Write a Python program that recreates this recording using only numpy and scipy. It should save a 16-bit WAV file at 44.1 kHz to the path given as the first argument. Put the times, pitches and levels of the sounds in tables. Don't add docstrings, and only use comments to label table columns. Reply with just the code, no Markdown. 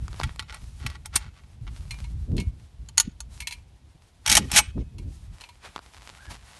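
import sys
import numpy as np
from scipy import signal
from scipy.fft import rfft, irfft, next_fast_len
from scipy.io import wavfile

SR = 44100
rng = np.random.default_rng(int(sys.argv[2]) if len(sys.argv) > 2 else 0)


def wav_record(signal):
    frames = np.transpose(np.atleast_2d(signal))
    bounded = np.clip(frames, -1, 1)
    quanta = np.round(bounded * 32767).astype(np.int16)
    wavfile.write(sys.argv[1], SR, quanta)


N = 290883
TIME = np.arange(N) / SR


def from_db(db):
    return 10 ** (np.asarray(db) / 20)


def rms_one(x):
    return x / np.sqrt(np.mean(x ** 2) + 1e-20)


def automation(rows):
    times, *columns = np.transpose(rows)
    return [np.interp(TIME, times, column) for column in columns]


def swells(rows, steepness=2):
    return sum(from_db(db) * np.exp(-np.minimum(np.abs(2 * (TIME - middle) / length) ** steepness, 20))
               for middle, length, db in rows)


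def taps(rows):
    out = np.zeros(N)
    for start, db, *_ in rows:
        out[round(start * SR)] += from_db(db)
    return out


def drift(rate_hz):
    knots = rng.standard_normal(N // 20)
    return np.interp(TIME * rate_hz, np.arange(len(knots)), knots)


def spike_sizes(spread_db):
    return from_db(spread_db * np.minimum(rng.exponential(1, N), 3)) * rng.choice([-1, 1], N)


def band(x, low_hz, high_hz, order=2):
    sos = signal.butter(order, [low_hz, min(high_hz, .45 * SR)], "band", fs=SR, output="sos")
    return signal.sosfilt(sos, x + 1e-18)


def coloured(x, spectrum):
    hz, db = np.transpose(spectrum)
    size = next_fast_len(N)
    log_hz = np.log(np.maximum(np.fft.rfftfreq(size, 1 / SR), 1))
    gain = from_db(np.interp(log_hz, np.log(hz), db, left=-90, right=-90))
    return rms_one(irfft(rfft(x, size) * gain, size)[:N])


def body(force, resonances, direct_db):
    out = from_db(direct_db) * force
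    for hz, width_hz, db in resonances:
        radius = np.exp(-np.pi * width_hz / SR)
        poles = [1, -2 * radius * np.cos(2 * np.pi * hz / SR), radius ** 2]
        gain = from_db(db) * (1 - radius ** 2) / 2
        out += signal.lfilter([gain, 0, -gain], poles, force + 1e-18)
    return out


def ring(blows, modes):
    out = np.zeros(N)
    for hz, db, t60 in modes:
        radius, angle = from_db(-60 / (t60 * SR)), 2 * np.pi * hz / SR
        poles = [1, -2 * radius * np.cos(angle), radius ** 2]
        out += signal.lfilter([0, from_db(db) * np.sin(angle)], poles, blows + 1e-18)
    return out


def contacts(rows, t60_s, dulling, crack_db, crack_s, rise_s, grain_db, bands_db, ping_db=-13):
    t = np.arange(SR // 6) / SR
    edges_hz = np.array([(740, 1460), (1700, 4600), (4900, 12000)])
    low_db, mid_db, high_db = bands_db
    decay = from_db(-60 * t / t60_s)
    crack = from_db(crack_db) * np.exp(-t / crack_s)
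    bite = 1 - np.exp(-t / rise_s)
    force = np.zeros((3, N + len(t)))
    for start, db, treble_db in rows:
        grain = from_db(grain_db * np.repeat(rng.standard_normal(len(t)), SR // 1500)[:len(t)])
        burst = rng.standard_normal((3, len(t))) * (grain * decay + crack) * bite
        burst /= np.sqrt(np.mean(burst[:, :SR // 250] ** 2, axis=1, keepdims=True))
        pings_hz = rng.uniform(edges_hz[1:, :1], edges_hz[1:, 1:], size=(2, 3))
        pings = np.sin(2 * np.pi * pings_hz[..., None] * t).sum(axis=1)
        burst[1:] += from_db(ping_db) * pings * decay * bite
        tone_db = np.array([[low_db - dulling * db], [mid_db], [high_db + treble_db]])
        at = round(start * SR)
        force[:, at:at + len(t)] += burst * from_db(db + tone_db)
    return sum(band(part[:N], low, high) for part, (low, high) in zip(force, edges_hz))


# frequency_hz, density_db
AIR_SPECTRUM = [(35, -29.5), (60, -0.5), (139, -18.5), (432, -22), (858, -21), (1310, -30.5), (3470, -28.5),
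                (8800, -43.5), (12000, -43), (15600, -67.5), (22000, -120)]


def open_air(level_db=-63.5):
    return from_db(level_db) * coloured(rng.standard_normal(N), AIR_SPECTRUM)


# frequency_hz, density_db
RUMBLE_SPECTRUM = [(20, -32), (35, -8), (55, 1), (85, -3.5), (125, -11.5), (180, -20), (320, -41)]
BUFFET_SPECTRUM = [(60, -12.5), (110, -2), (140, 4), (230, -1), (350, -5.5), (520, -18), (800, -32),
                   (1300, -44)]
# time_s, strength_db
BREEZE_CURVE = [(0, -34.5), (.5, -42.5), (.75, -39.5), (1.05, -43.5), (1.5, -49.5), (1.7, -38.5),
                (2.25, -32.5), (2.7, -50), (3.0, -43.5), (3.3, -44.5), (3.5, -48.5), (4.15, -58),
                (4.28, -39), (4.7, -41), (5.25, -41.5), (5.5, -56), (6.1, -55), (6.6, -54)]
# middle_s,
# length_s, rumble_db, buffet_db
LOW_SWELLS = [(0.257, 0.065, -28.5, -63), (0.861, .12, -37.5, -53.5), (1.205, .22, -45, -73.5),
              (1.624, 0.048, -40, -65), (2.358, 0.15, -26, -30.5), (2.492, 0.047, -29, -65),
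              (2.822, 0.054, -40.5, -67), (3.072, 0.051, -37, -49), (3.366, 0.11, -47, -90),
              (3.955, 0.015, -42, -53), (4.383, 0.18, -37, -33.5), (4.581, 0.11, -41.5, -38.5),
              (4.791, 0.072, -32, -34.5), (5.033, .18, -41, -50), (5.313, 0.068, -40, -75),
              (6.302, 0.086, -49.5, -58)]
# middle_s, level_db
WIND_PUFFS = [(2.336, -19.5), (2.367, -22), (3.08, -21.5), (4.409, -22), (4.78, -23)]


def wind(buffet_follows=.55, eddy_db=3, eddies_per_s=30, puff_hz=197):
    breeze_db, = automation(BREEZE_CURVE)
    rumble = from_db(breeze_db - 1)
    rumble += swells([(s, length, db) for s, length, db, _ in LOW_SWELLS], steepness=4)
    buffet = from_db(buffet_follows * breeze_db - 40)
    buffet += swells([(s, length, db) for s, length, _, db in LOW_SWELLS], steepness=4)
    out = rumble * coloured(rng.standard_normal(N), RUMBLE_SPECTRUM)
    out += buffet * coloured(rng.standard_normal(N), BUFFET_SPECTRUM)
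    out *= from_db(eddy_db * drift(eddies_per_s))
    for middle, db in WIND_PUFFS:
        cycles = np.clip((TIME - middle) * puff_hz, -5, 5)
        out += from_db(db) * np.sin(2 * np.pi * cycles) * np.exp(-(cycles / .69) ** 2)
    return out


# delay_s, level_db
BANK_ECHOES = [(0.051, -29), (0.073, -32), (0.116, -39), (.208, -57), (0.226, -43)]


def outdoors(x, bounce_s=.0071, scatter_db=-31, scatter_t60_s=.15, smear_s=.0069):
    t = TIME[:SR // 2]
    scatter = rng.standard_normal(len(t)) * from_db(-60 * t / scatter_t60_s) * (t > .008)
    response = from_db(scatter_db) * scatter / np.linalg.norm(scatter)
    for delay, db in BANK_ECHOES:
        echo = rng.standard_normal(len(t)) * np.exp(-np.abs(t - delay) / smear_s)
        response += from_db(db) * band(echo / np.linalg.norm(echo), 1100, 3600, order=1)
    far = band(signal.fftconvolve(x, response)[:N], 700, 6500, order=1)
    bounce = np.interp(TIME - bounce_s, TIME, x, left=0)
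    return x + from_db(-22) * bounce + far


# time_s, pitch_hz, level_db
SQUEAK_CURVE = [(6.15, 1150, -66), (6.2, 1500, -55), (6.25, 1660, -53), (6.29, 1670, -49),
                (6.33, 1680, -76)]


def squeak(waver=.049, flutter_db=4.8):
    hz, db = automation(SQUEAK_CURVE)
    phase = 2 * np.pi * np.cumsum(hz * (1 + waver * drift(390))) / SR
    sliding = (TIME > SQUEAK_CURVE[0][0]) & (TIME < SQUEAK_CURVE[-1][0])
    return sliding * from_db(db + flutter_db * drift(120)) * np.sin(phase)


# start_s, level_db, treble_db
CREASE_SNAPS = [(.081, -31, -12), (.13, -34, -14), (.143, -34.5, -28), (.2, -23, -16), (.213, -24.5, -33),
                (.293, -35, -24), (.36, -38, -6), (5.761, -24, -22), (5.779, -34, -25), (5.791, -34.5, -24)]


def creases():
    snaps = contacts(CREASE_SNAPS, t60_s=.017, dulling=0, crack_db=17.5, crack_s=.00027,
                     rise_s=.0001, grain_db=12, bands_db=(6.5, -3.5, -4))
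    flaps = band(from_db(25.5) * taps(CREASE_SNAPS), 157, 485)
    return snaps + flaps


# frequency_hz, density_db
RUSTLE_SPECTRUM = [(150, -6), (480, -5.5), (850, 1.5), (1400, -0.5), (2800, -3.5), (4500, -9.5),
                   (8000, -21)]
HISS_SPECTRUM = [(1800, -10.5), (4000, 0), (6500, -1.5), (9500, -2), (12000, -7.5)]
# middle_s, length_s, rustle_db, hiss_above_rustle_db
SLEEVE_SWISHES = [(0.173, 0.25, -56, -4), (0.737, 0.34, -66.5, 4), (1.922, 0.42, -61, -0.5),
                  (3.369, 0.11, -64, 5), (4.474, 0.31, -59, 3), (5.151, 0.12, -71, 8.5),
                  (5.431, 0.25, -62.5, -4), (5.656, 0.062, -47.5, -14), (5.726, 0.12, -63, -6.5),
                  (6.186, 0.66, -57, -4.5), (6.311, 0.026, -42, -4.5), (6.59, 0.33, -58.5, -4)]


def sleeves(resting_rustle_db=-71.5, resting_hiss_db=-72, max_crinkles_per_s=55, brisk_db=-57):
    rub = from_db(resting_rustle_db) + swells(row[:3] for row in SLEEVE_SWISHES)
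    slide = from_db(resting_hiss_db)
    slide += swells((s, length, db + above) for s, length, db, above in SLEEVE_SWISHES)
    briskness = rub / from_db(brisk_db)
    sizes = from_db(27) * spike_sizes(spread_db=3)
    buckles = rng.random(N) < max_crinkles_per_s * np.minimum(briskness, 1) ** 2 / SR
    crinkles = sizes * buckles / np.maximum(briskness, 1)
    rustle = coloured(rng.standard_normal(N) + crinkles, RUSTLE_SPECTRUM)
    hiss = coloured(rng.standard_normal(N) + from_db(-10) * crinkles, HISS_SPECTRUM)
    flicker = from_db(3 * drift(35))
    return (rub * rustle + slide * hiss) * flicker


# middle_s, length_s, level_db
GRIP_PAT = [(4.779, 0.007, -40)]


def pat():
    return swells(GRIP_PAT) * rms_one(band(rng.standard_normal(N), 200, 900, order=3))


# start_s, level_db, treble_db
RATTLE_HITS = [(1.908, -20, -14), (2.042, -33.5, -16), (2.366, -33.5, -4.5), (2.38, -20, -24),
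               (2.399, -23, -11), (3.403, -21, -9.5), (3.42, -27.5, -15), (3.471, -15, -11),
               (3.509, -23.5, -14), (3.523, -20.5, -13), (4.983, -35.5, -11), (5.408, -31.5, -12),
               (5.438, -29, -40), (5.489, -34.5, -16.5)]
# pitch_hz, width_hz, gain_db
RATTLE_RESONANCES = [(954, 44, 11.5), (2197, 12.4, 7.5), (2385, 14, 3.5), (2820, 600, -7.5),
                     (4160, 155, -1), (4475, 11, -9), (5950, 1100, -16), (8600, 100, -6), (8800, 33, -22)]
# pitch_hz, level_db, t60_s
RATTLE_TAILS = [(965, -21, 0.336), (2184, -23, 0.17), (2350, -8, 0.14), (2610, 0, 0.073), (2906, -14, 0.18),
                (4160, -37, 0.15)]


def rattles():
    clinks = contacts(RATTLE_HITS, t60_s=.073, dulling=.81, crack_db=-2, crack_s=.0018,
                      rise_s=.00047, grain_db=0, bands_db=(-34.5, -1.5, 7))
    tails = from_db(-19) * ring(taps(RATTLE_HITS), RATTLE_TAILS)
    return body(clinks, RATTLE_RESONANCES, direct_db=-10) + tails


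# pitch_hz, level_db, t60_s
ACTION_TAILS = [(895, -10, 0.098), (1770, -10.5, 0.12), (2170, -1, 0.1), (2580, -25.5, 0.56),
                (2745, -13.5, .15), (3200, -27, .5), (3170, -9, 0.11), (4340, -21.5, 0.3),
                (5400, -17.5, 0.2), (7000, -24.5, 0.29)]


def action_ring(hits, send_db):
    return ring(from_db(send_db) * taps(hits), ACTION_TAILS)


def jolt(force, send_db):
    return band(from_db(send_db) * force, 150, 420)


# middle_s, length_s, level_db
STEEL_SCRAPES = [(.28, 0.086, -56), (.392, 0.0065, -49), (0.499, 0.026, -45.5), (0.548, 0.048, -47.5),
                 (0.833, .06, -50.5), (0.905, .05, -50), (0.955, 0.023, -48), (1.055, .01, -52.5),
                 (1.147, 0.028, -41.5), (1.23, 0.11, -52.5), (1.378, 0.055, -59.5), (4.258, .016, -46),
                 (4.506, .014, -42)]


def scrapes(slips_per_s=1400):
    slips = spike_sizes(spread_db=4.5) * (rng.random(N) < slips_per_s / SR)
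    return rms_one(band(slips, 520, 4200)) * swells(STEEL_SCRAPES)


# start_s, level_db, treble_db
MAGAZINE_HITS = [(.2335, -12.5, -20.5), (.394, -13, -18), (.424, -31, -19), (.525, -29, -12),
                 (.544, -28.5, -7.5), (.8635, -13.5, -15), (.9, -29.5, -14), (1.058, -25, -3.5),
                 (1.156, -15, -1), (1.159, -5, -4), (1.163, -11.5, -6), (1.436, -45.5, -35),
                 (1.668, -36, -38), (1.677, -31.5, -41)]
# pitch_hz, width_hz, gain_db
MAGAZINE_RESONANCES = [(867, 34, 4.5), (1130, 49, 0), (1386, 130, 3.5), (1933, 54, 3), (2190, 130, -3),
                       (3187, 110, -11.5), (4400, 240, -10.5), (5500, 44, -3), (8860, 250, -2.5),
                       (8940, 53, -6.5)]


def magazine():
    knocks = contacts(MAGAZINE_HITS, t60_s=.045, dulling=.3, crack_db=5, crack_s=.00077,
                      rise_s=.00014, grain_db=4, bands_db=(-12, -5, 1))
    shell = body(knocks + from_db(3.5) * scrapes(), MAGAZINE_RESONANCES, direct_db=-4)
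    return shell + action_ring(MAGAZINE_HITS, send_db=-29) + jolt(taps(MAGAZINE_HITS), send_db=9.5)


# start_s, level_db, treble_db
LEVER_HITS = [(2.887, -28.5, -11.5), (2.974, -23.5, -4.5), (2.9792, 1, -7), (2.9993, -2.5, -4.5),
              (3.204, -22.5, -6)]
# pitch_hz, width_hz, gain_db
LEVER_RESONANCES = [(906, 44, 6), (1175, 45, -0.5), (1451, 79, 4), (3040, 270, -5), (4410, 200, 1),
                    (6310, 480, 2.5), (6740, 220, 4.5), (8760, 300, -3.5), (9700, 240, -3.5)]


def safety_lever():
    clicks = contacts(LEVER_HITS, t60_s=.043, dulling=.25, crack_db=11, crack_s=.001,
                      rise_s=.00036, grain_db=3.5, bands_db=(-13, -6, 0))
    return body(clicks, LEVER_RESONANCES, direct_db=-6.5) + action_ring(LEVER_HITS, send_db=-41)


# start_s, end_s, first_db, last_db
CARRIER_STROKES = [(4.2615, 4.353, -9.5, -12), (4.528, 4.5628, -19.5, -8.5)]
# start_s, level_db, rebound_hold_s
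CARRIER_HITS = [(4.2973, -5, 0), (4.3157, -5, 0), (4.3247, -3, 0.00082), (4.3513, -0.5, 0.0017),
                (4.368, -1, 0.0042), (4.515, -14, 0), (4.561, -2.5, 0.027)]


def bolt_blows(knocks=9, jitter=.2, rail_treble_db=-11, stop_treble_db=-6,
               rebound_s=.0045, fade_db_per_s=4199):
    blows = []
    for start, end, first_db, last_db in CARRIER_STROKES:
        for k in range(knocks):
            travel = max(k + jitter * rng.standard_normal() * (k > 0), 0) / knocks
            db = first_db + travel * (last_db - first_db)
            blows.append((start + travel * (end - start), db, rail_treble_db))
    for start, db, hold_s in CARRIER_HITS:
        for after in rebound_s * np.arange(8):
            blows.append((start + after, db - fade_db_per_s * max(after - hold_s, 0), stop_treble_db))
    return blows


# start_s, level_db, treble_db
CARRIER_LANDINGS = [(4.374, -4.5, -13.5), (4.5885, -6, -10)]
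# pitch_hz, width_hz, gain_db
RECEIVER_RESONANCES = [(640, 100, 2), (850, 55, 6), (1450, 200, -9.5), (1910, 32, -3.5), (2254, 35, 1),
                       (2400, 54, -2.5), (2585, 35, -2.5), (3040, 87, -5.5), (3190, 55, -2.5),
                       (3850, 22, -5), (4630, 28, -5), (5420, 120, 1), (5780, 72, 2.5), (6330, 390, -0.5),
                       (8190, 150, -5.5)]
# pitch_hz, level_db, t60_s
LOCK_TAILS = [(2230, -36.5, 0.21), (2550, -56.5, 1.1), (3250, -52.5, 0.45), (8484, -28.5, 0.16),
              (8320, -37, .13)]


def bolt(lock_s=4.5885):
    blows = bolt_blows()
    clatter = contacts(blows, t60_s=.047, dulling=.4, crack_db=-.5, crack_s=.0027,
                       rise_s=.00053, grain_db=0, bands_db=(-15.5, -5, -.5))
    weight = contacts(CARRIER_LANDINGS, t60_s=.054, dulling=0, crack_db=-2, crack_s=.0016,
                      rise_s=.00066, grain_db=.5, bands_db=(-2, -10.5, -1))
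    receiver = body(clatter + weight, RECEIVER_RESONANCES, direct_db=-1.5)
    lock = ring(taps([(lock_s, 0)]), LOCK_TAILS)
    return receiver + lock + action_ring(blows, send_db=-39.5) + jolt(clatter, send_db=-12.5)


def scene():
    background = open_air() + wind()
    jacket = squeak() + creases() + sleeves()
    rifle = pat() + rattles() + magazine() + safety_lever() + bolt()
    return (background + outdoors(jacket + rifle))[None]


def record(dry, ceiling=.8, cutoff_hz=11750):
    low_pass = signal.ellip(9, .2, 90, cutoff_hz, fs=SR, output="sos")
    return signal.sosfilt(low_pass, ceiling * np.tanh(dry / ceiling))


dry = scene()
out = record(dry)
wav_record(out)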